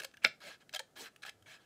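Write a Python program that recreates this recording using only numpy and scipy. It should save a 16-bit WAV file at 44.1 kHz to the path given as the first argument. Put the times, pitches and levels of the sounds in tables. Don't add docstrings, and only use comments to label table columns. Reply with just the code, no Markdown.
import sys
import numpy as np
from scipy import signal
from scipy.fft import rfft, irfft
from scipy.io import wavfile
from scipy.ndimage import uniform_filter1d

SR = 44100
rng = np.random.default_rng(int(sys.argv[2]) if len(sys.argv) > 2 else 0)


def voltage_ratio(level):
    return 10 ** (np.asarray(level, float) / 20)


def to_wav(sig):
    pcm = np.clip(np.atleast_2d(sig), -1, 1) * 32767
    pcm = np.round(pcm).astype(np.int16)
    wavfile.write(sys.argv[1], SR, pcm.T)


N = 72765


def evened(x):
    return x / np.sqrt(np.mean(x ** 2) + 1e-20)


def read(points, hz):
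    f, value = np.transpose(points)
    return np.interp(np.log(hz + 1), np.log(f + 1), value)


def add(mix, start_s, sound):
    at = round(start_s * SR)
    sound = sound[max(-at, 0):]
    part = mix[max(at, 0):][:len(sound)]
    part += sound[:len(part)]


def low_cut(x, hz):
    return signal.sosfilt(signal.butter(2, hz, "high", fs=SR, output="sos"), x)


def colour(x, points, tilt_db=0):
    hz = np.fft.rfftfreq(len(x), 1 / SR)
    gain_db = read(points, hz) + tilt_db * np.log2((hz + 50) / 2000)
    return evened(irfft(rfft(x) * voltage_ratio(gain_db), len(x)))


def resonate(x, hz, width_hz):
    r = np.exp(-np.pi * width_hz / SR)
    return 2 * signal.lfilter([1 - r], [1, -r * np.exp(2j * np.pi * hz / SR)], x).real


def tears(spread_db, size):
    tears_per_s = 12010
    side, chance, luck = rng.random((3, size))
    click = np.sign(side - .5) * np.clip((tears_per_s / SR - chance) * 50, 0, 1)
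    return click * voltage_ratio(spread_db * np.minimum(-np.log(luck + 1e-9), 4))


def patchy(x):
    patch_db = 2.5
    z = signal.stft(x, nperseg=256)[2]
    over_time = uniform_filter1d(rng.standard_normal(z.T.shape), size=6, axis=0)
    patches = uniform_filter1d(over_time, size=5, axis=1).T
    return evened(signal.istft(z * voltage_ratio(patch_db * evened(patches)), nperseg=256)[1][:len(x)])


# pitch_hz [Hz], level_db [dB per Hz]
PAPER_COLOUR = [(88, -48), (150, -16.5), (534, -7), (1040, -6), (1690, 0.5), (1940, -4), (3160, -2.5),
                (8070, -16), (16000, -26.5)]
# start_s [s], length_s [s], level_db [dB], brightness_db [dB per octave], swell_db [dB]
STROKES = [
    (.216, .045, -54, -2.2, 7),
    (0.401, .175, -47.5, 0, 8),
    (.598, .04, -64.5, -2.2, 1.5),
    (.954, .143, -49, 1.2, 2.5),
    (1.246, 0.0605, -51, 0.5, 2),
    (1.456, 0.13, -57, 0.5, 1),
    (.72, 0.068, -50, 0, 10),
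    (0, .062, -54, 2.5, 2.5),
    (1.217, 0.032, -53.5, 0, 5.5),
    (1.575, 0.11, -68.5, -4, 2),
]


def cut(start_s, length_s, level_db, tilt_db, swell_db):
    rise_s, fall, fastest, speed_tilt_db = 0.0083, .18, 0.42, 2.5
    t = np.arange(10000) / SR
    speed = np.sin(np.pi * np.clip(t / length_s, 0, 1) ** (np.log(.5) / np.log(fastest)))
    ends = np.clip(t / rise_s, 0, 1) * np.clip((length_s - t) / (fall * length_s), 0, 1)
    shape = ends * voltage_ratio(swell_db * (speed - 1.5))
    grains = patchy(tears(3, 10000))
    slow = colour(grains, PAPER_COLOUR, tilt_db - speed_tilt_db)
    fast = colour(grains, PAPER_COLOUR, tilt_db + speed_tilt_db)
    return start_s, voltage_ratio(level_db) * shape * (slow + speed ** 2 * (fast - slow))


def catch(start_s, length_s, level_db, tilt_db, ring_hz, peak, stuff):
    u = np.arange(2048) / SR / length_s
    shape = np.clip(u / peak, 0, 1) * np.exp(-2.5 * np.clip((u - peak) / (1 - peak), 0, 40) ** 1.3)
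    grains = patchy(tears(2, 2048))
    crackle = shape * colour(grains, stuff, tilt_db)
    ring = resonate(shape * evened(grains), ring_hz, 450)
    sound = crackle + voltage_ratio(-8) * ring * np.linalg.norm(crackle) / np.linalg.norm(ring)
    return start_s, voltage_ratio(level_db) * sound * np.sqrt(length_s * SR / np.sum(sound ** 2))


# start_s [s], length_s [s], level_db [dB], brightness_db [dB per octave], ring_hz [Hz]
NICK_EVENTS = [(.001, .011, -47, 2.5, 1510), (.044, .011, -41, 3.5, 2820), (.112, .006, -65.5, 0, 3000),
               (.137, .012, -61, 0.5, 1620), (.235, 0.0059, -48.5, 0.5, 3000),
               (.735, 0.011, -44.5, 1, 3400), (.743, .013, -39, 3, 3770), (.756, 0.017, -41, 2, 3190),
               (1.227, 0.019, -48.5, 0, 2400), (1.260, .012, -50.5, 2.5, 1693),
               (1.291, .010, -46.5, 1.5, 2200), (1.423, 0.0069, -65.5, 1, 3160)]


def nick(*row):
    return catch(*row, 0.42, PAPER_COLOUR)


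# start_s [s], length_s [s], level_db [dB], brightness_db [dB per octave], ring_hz [Hz]
TICK_EVENTS = [(0, .006, -43, 1, 2300), (.018, 0.011, -49, 2, 2900), (.034, 0.0048, -46, -1, 4480),
               (.170, 0.0077, -57, 1.5, 1631), (.693, .007, -54, 2, 1660), (.729, 0.0049, -54, 3, 6100),
               (.792, .014, -41, 2.5, 2300), (1.161, 0.0078, -57, 1.5, 2600), (1.221, 0.006, -58, 5, 3890),
               (1.250, 0.0097, -48.5, -1.5, 1730), (1.281, 0.0097, -52, -5, 1660),
               (.243, 0.0016, -40, -3, 7500), (.404, 0.0067, -62, 3.5, 1710)]


def tick(*row):
    return catch(*row, 0.099, PAPER_COLOUR)


# pitch_hz [Hz], width_hz [Hz], level_db [dB]
BLADE_RINGS = [(1340, 92, -5), (1660, 100, 1.5), (2230, 130, -2), (2594, 110, -3), (3200, 200, -5),
               (4060, 200, -2), (4550, 120, -7), (5040, 130, -3), (5360, 90, -5), (6130, 120, -2),
               (6910, 90, -2), (7790, 100, -3), (8330, 120, -6), (9700, 120, -6)]


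def blades(x):
    ringing = sum(voltage_ratio(level_db) * resonate(x, hz, width_hz) for hz, width_hz, level_db in BLADE_RINGS)
    return x + voltage_ratio(5) * ringing


# start_s [s], length_s [s], level_db [dB], pitch_hz [Hz], width_hz [Hz]
FLEX_EVENTS = [(0, 0.018, -59, 400, 300), (.045, .006, -49, 540, 32), (.012, .04, -62, 550, 250),
               (.41, 0.12, -60, 540, 210), (0.441, 0.068, -69, 202.4, 110), (0.731, .045, -54, 655, 180),
               (0.795, .012, -51, 550, 36), (0.793, 0.013, -54.5, 840, 115), (.96, .1, -60, 340, 200),
               (1.234, 0.079, -64.5, 800, 300), (1.458, 0.093, -70, 690, 300), (.138, .009, -58, 1650, 120),
               (.171, .008, -58, 1650, 150), (.171, .008, -65, 2780, 150), (.42, .15, -63, 1665, 110),
               (1.452, .115, -64, 1693, 200), (1.25, 0.052, -57, 1710, 110),
               (1.005, 0.088, -62.5, 1730, 190), (.216, .028, -59, 2500, 900), (.794, .012, -50, 1760, 140),
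               (.41, .13, -62, 2200, 300), (.43, .1, -62, 4200, 700), (.99, .045, -62, 7800, 500),
               (.99, .06, -63, 6150, 250), (.96, .05, -61, 3180, 250), (1.46, .1, -66, 2300, 200),
               (.955, .11, -64, 800, 500)]


def flex(start_s, length_s, level_db, hz, width_hz):
    u = np.arange(10000) / SR / length_s
    shaking = np.sin(np.pi * np.clip(u, 0, 1)) * rng.standard_normal(10000)
    sound = resonate(resonate(shaking, hz, width_hz), hz, 350)
    return start_s, voltage_ratio(level_db) * sound * np.sqrt(length_s * SR / np.sum(sound ** 2))


# start_s [s], length_s [s], level_db [dB],
# lowest_hz [Hz]
FIZZ_EVENTS = [(.2475, .004, -39, 5500), (.2425, .003, -44, 6000), (.251, .03, -57, 5000),
               (.962, .125, -62, 8000), (.404, .11, -75, 9000), (0, .008, -55, 6500),
               (.0343, .004, -50, 4000), (.740, .014, -58, 6000), (1.423, .007, -71, 2600),
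               (1.161, .006, -64, 3500), (1.292, .01, -64, 6000)]


def fizz(start_s, length_s, level_db, lowest_hz):
    u = np.arange(8000) / SR / length_s
    bright = low_cut(tears(3, 8000), lowest_hz)
    soft = signal.lfilter([.5, .5], [1], bright)
    shape = np.sin(np.pi * np.clip(u, 0, 1) ** .7) ** .6
    return start_s, voltage_ratio(level_db) * shape * evened(soft)


# peak_s [s], level_db [dB], pitch_hz [Hz], rise_s [s], fade_60db_s [s]
PING_EVENTS = [(.7955, -36, 3180, .003, .028), (.799, -48, 885, .004, .035), (.7955, -46, 7000, .002, .02),
               (.7645, -38, 3190, .004, .02), (.75, -39, 3200, .003, .015), (.7415, -46, 650, .004, .02),
               (.742, -48, 7000, .002, .03), (.749, -44, 7000, .004, .02), (.048, -43, 2850, .003, .025),
               (.0355, -42, 4350, .001, .012), (.003, -46, 2700, .003, .015), (.004, -51, 500, .004, .05),
               (1.163, -62, 2800, .001, .02), (1.462, -57, 2270, .003, .03), (1.297, -50, 2300, .003, .02)]
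# peak_s [s], level_db [dB], pitch_hz [Hz], rise_s [s], fade_60db_s [s]
HANDLE_PINGS = [(.2462, -22, 1670, .003, .025), (.247, -35, 840, .003, .045), (.2438, -41, 7500, .001, .01),
                (.2438, -42, 5000, .001, .01), (.2476, -29, 3140, .002, .012),
                (.2495, -22, 1400, .006, .022), (.249, -19, 2130, .003, .01),
                (.249, -17, 2290, .0035, .018), (.249, -22, 2690, .002, .022),
                (.2491, -21, 3570, .0015, .022), (.2492, -24, 4120, .0015, .015),
                (.249, -26, 4740, .0015, .014), (.249, -23, 5255, .0015, .017),
                (.2488, -30, 5900, .001, .005), (.249, -35, 7450, .001, .005), (.2515, -31, 535, .004, .03),
                (.251, -47, 240, .006, .07), (.2505, -39, 370, .004, .035), (.2537, -29, 1660, .002, .03),
                (.2528, -27, 2130, .0015, .015), (.2545, -33, 3140, .002, .03),
                (.2603, -33, 1400, .002, .02), (.2605, -35, 1670, .002, .02),
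                (.2602, -30, 2310, .0015, .02), (.261, -33, 2130, .0015, .025),
                (.2603, -35, 2690, .0015, .02), (.26, -40, 3570, .0015, .02), (.262, -38, 640, .003, .05)]


def ping(peak_s, level_db, hz, rise_s, fade_s):
    t = np.arange(-400, 8000) / SR
    rise = np.sin(np.pi / 2 * np.clip(1 + t / rise_s, 0, 1)) ** 2
    shape = rise * voltage_ratio(level_db - 60 * np.maximum(t, 0) / fade_s)
    return peak_s + t[0], -shape * np.sin(2 * np.pi * hz * t)


# pitch_hz [Hz], level_db [dB per Hz]
AIR_COLOUR = [(15, -29), (25, -12.5), (137, -2), (754, -8), (1100, -20.5), (1290, -11.5), (2410, -22),
              (7710, -23.5), (16000, -31.5)]


def air():
    return voltage_ratio(-70.5) * colour(rng.standard_normal(N), AIR_COLOUR)


# pitch_hz [Hz], fade_60db_s [s]
ECHO_FADE = [(200, .27), (600, .21), (2000, .19), (5000, .2), (8000, .2), (12000, 0.11)]


def room(x):
    taps = np.zeros(SR // 2)
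    at = np.arange(200, SR // 2 - 20, 20)
    taps[at + rng.integers(0, 20, len(at))] = rng.choice([-1., 1.], len(at))
    hz, t, z = signal.stft(taps, SR, nperseg=256)
    tail = signal.istft(z * voltage_ratio(-60 * t / read(ECHO_FADE, hz)[:, None]), SR, nperseg=256)[1]
    return signal.fftconvolve(x, tail / np.linalg.norm(tail))[:N]


# pitch_hz [Hz], level_db [dB per Hz]
HANDLE_COLOUR = [(150, -38), (550, -19), (1000, -22), (1450, -5), (2300, -3), (5000, -18), (8000, -39),
                 (16000, -70)]
# start_s [s], length_s [s], level_db [dB], brightness_db [dB per octave], ring_hz [Hz]
SNAP_EVENTS = [
    (.2438, .005, -34, -1.5, 1580),
    (.2474, 0.0031, -27, 0, 3800),
    (.2504, .005, -33, -2, 1900),
    (.2585, 0.0045, -40, -2, 2150),
    (.265, .007, -43, -2, 1386),
]


def snap(*row):
    return catch(*row, .55, HANDLE_COLOUR)


def thud():
    pitch_hz, fade_s = 170, .17
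    t = np.arange(8000) / SR
    puff = resonate(resonate(rng.standard_normal(8000), pitch_hz, 120), pitch_hz, 120)
    return .25, voltage_ratio(-51 - 60 * t / fade_s) * np.clip(t / 0.0081, 0, 1) * evened(puff)


def hum():
    start_s, length_s = 1.32, 0.24
    swell = np.sin(np.pi * np.clip((np.arange(N) / SR - start_s) / length_s, 0, 1))
    return voltage_ratio(-70) * swell * evened(resonate(rng.standard_normal(N), 101.8, 6))


def scene():
    work = np.zeros(N)
    for table, source in (STROKES, cut), (NICK_EVENTS, nick), (TICK_EVENTS, tick), (SNAP_EVENTS, snap):
        for row in table:
            add(work, *source(*row))
    work = voltage_ratio(-5.5) * blades(low_cut(work, 300))
    for table, source in (FLEX_EVENTS, flex), (FIZZ_EVENTS, fizz), (PING_EVENTS, ping), (HANDLE_PINGS, ping):
        for row in table:
            add(work, *source(*row))
    add(work, *thud())
    return (work + voltage_ratio(-16) * room(work) + air() + hum())[None]


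def band_limit(x):
    return signal.sosfilt(signal.butter(12, 16520, fs=SR, output="sos"), x)


def record(dry):
    band = low_cut(dry, 45)
    band = signal.oaconvolve(band, signal.firwin(201, 15650, fs=SR)[None], "same")
    return band_limit(band)


dry = scene()
out = record(dry)
to_wav(out)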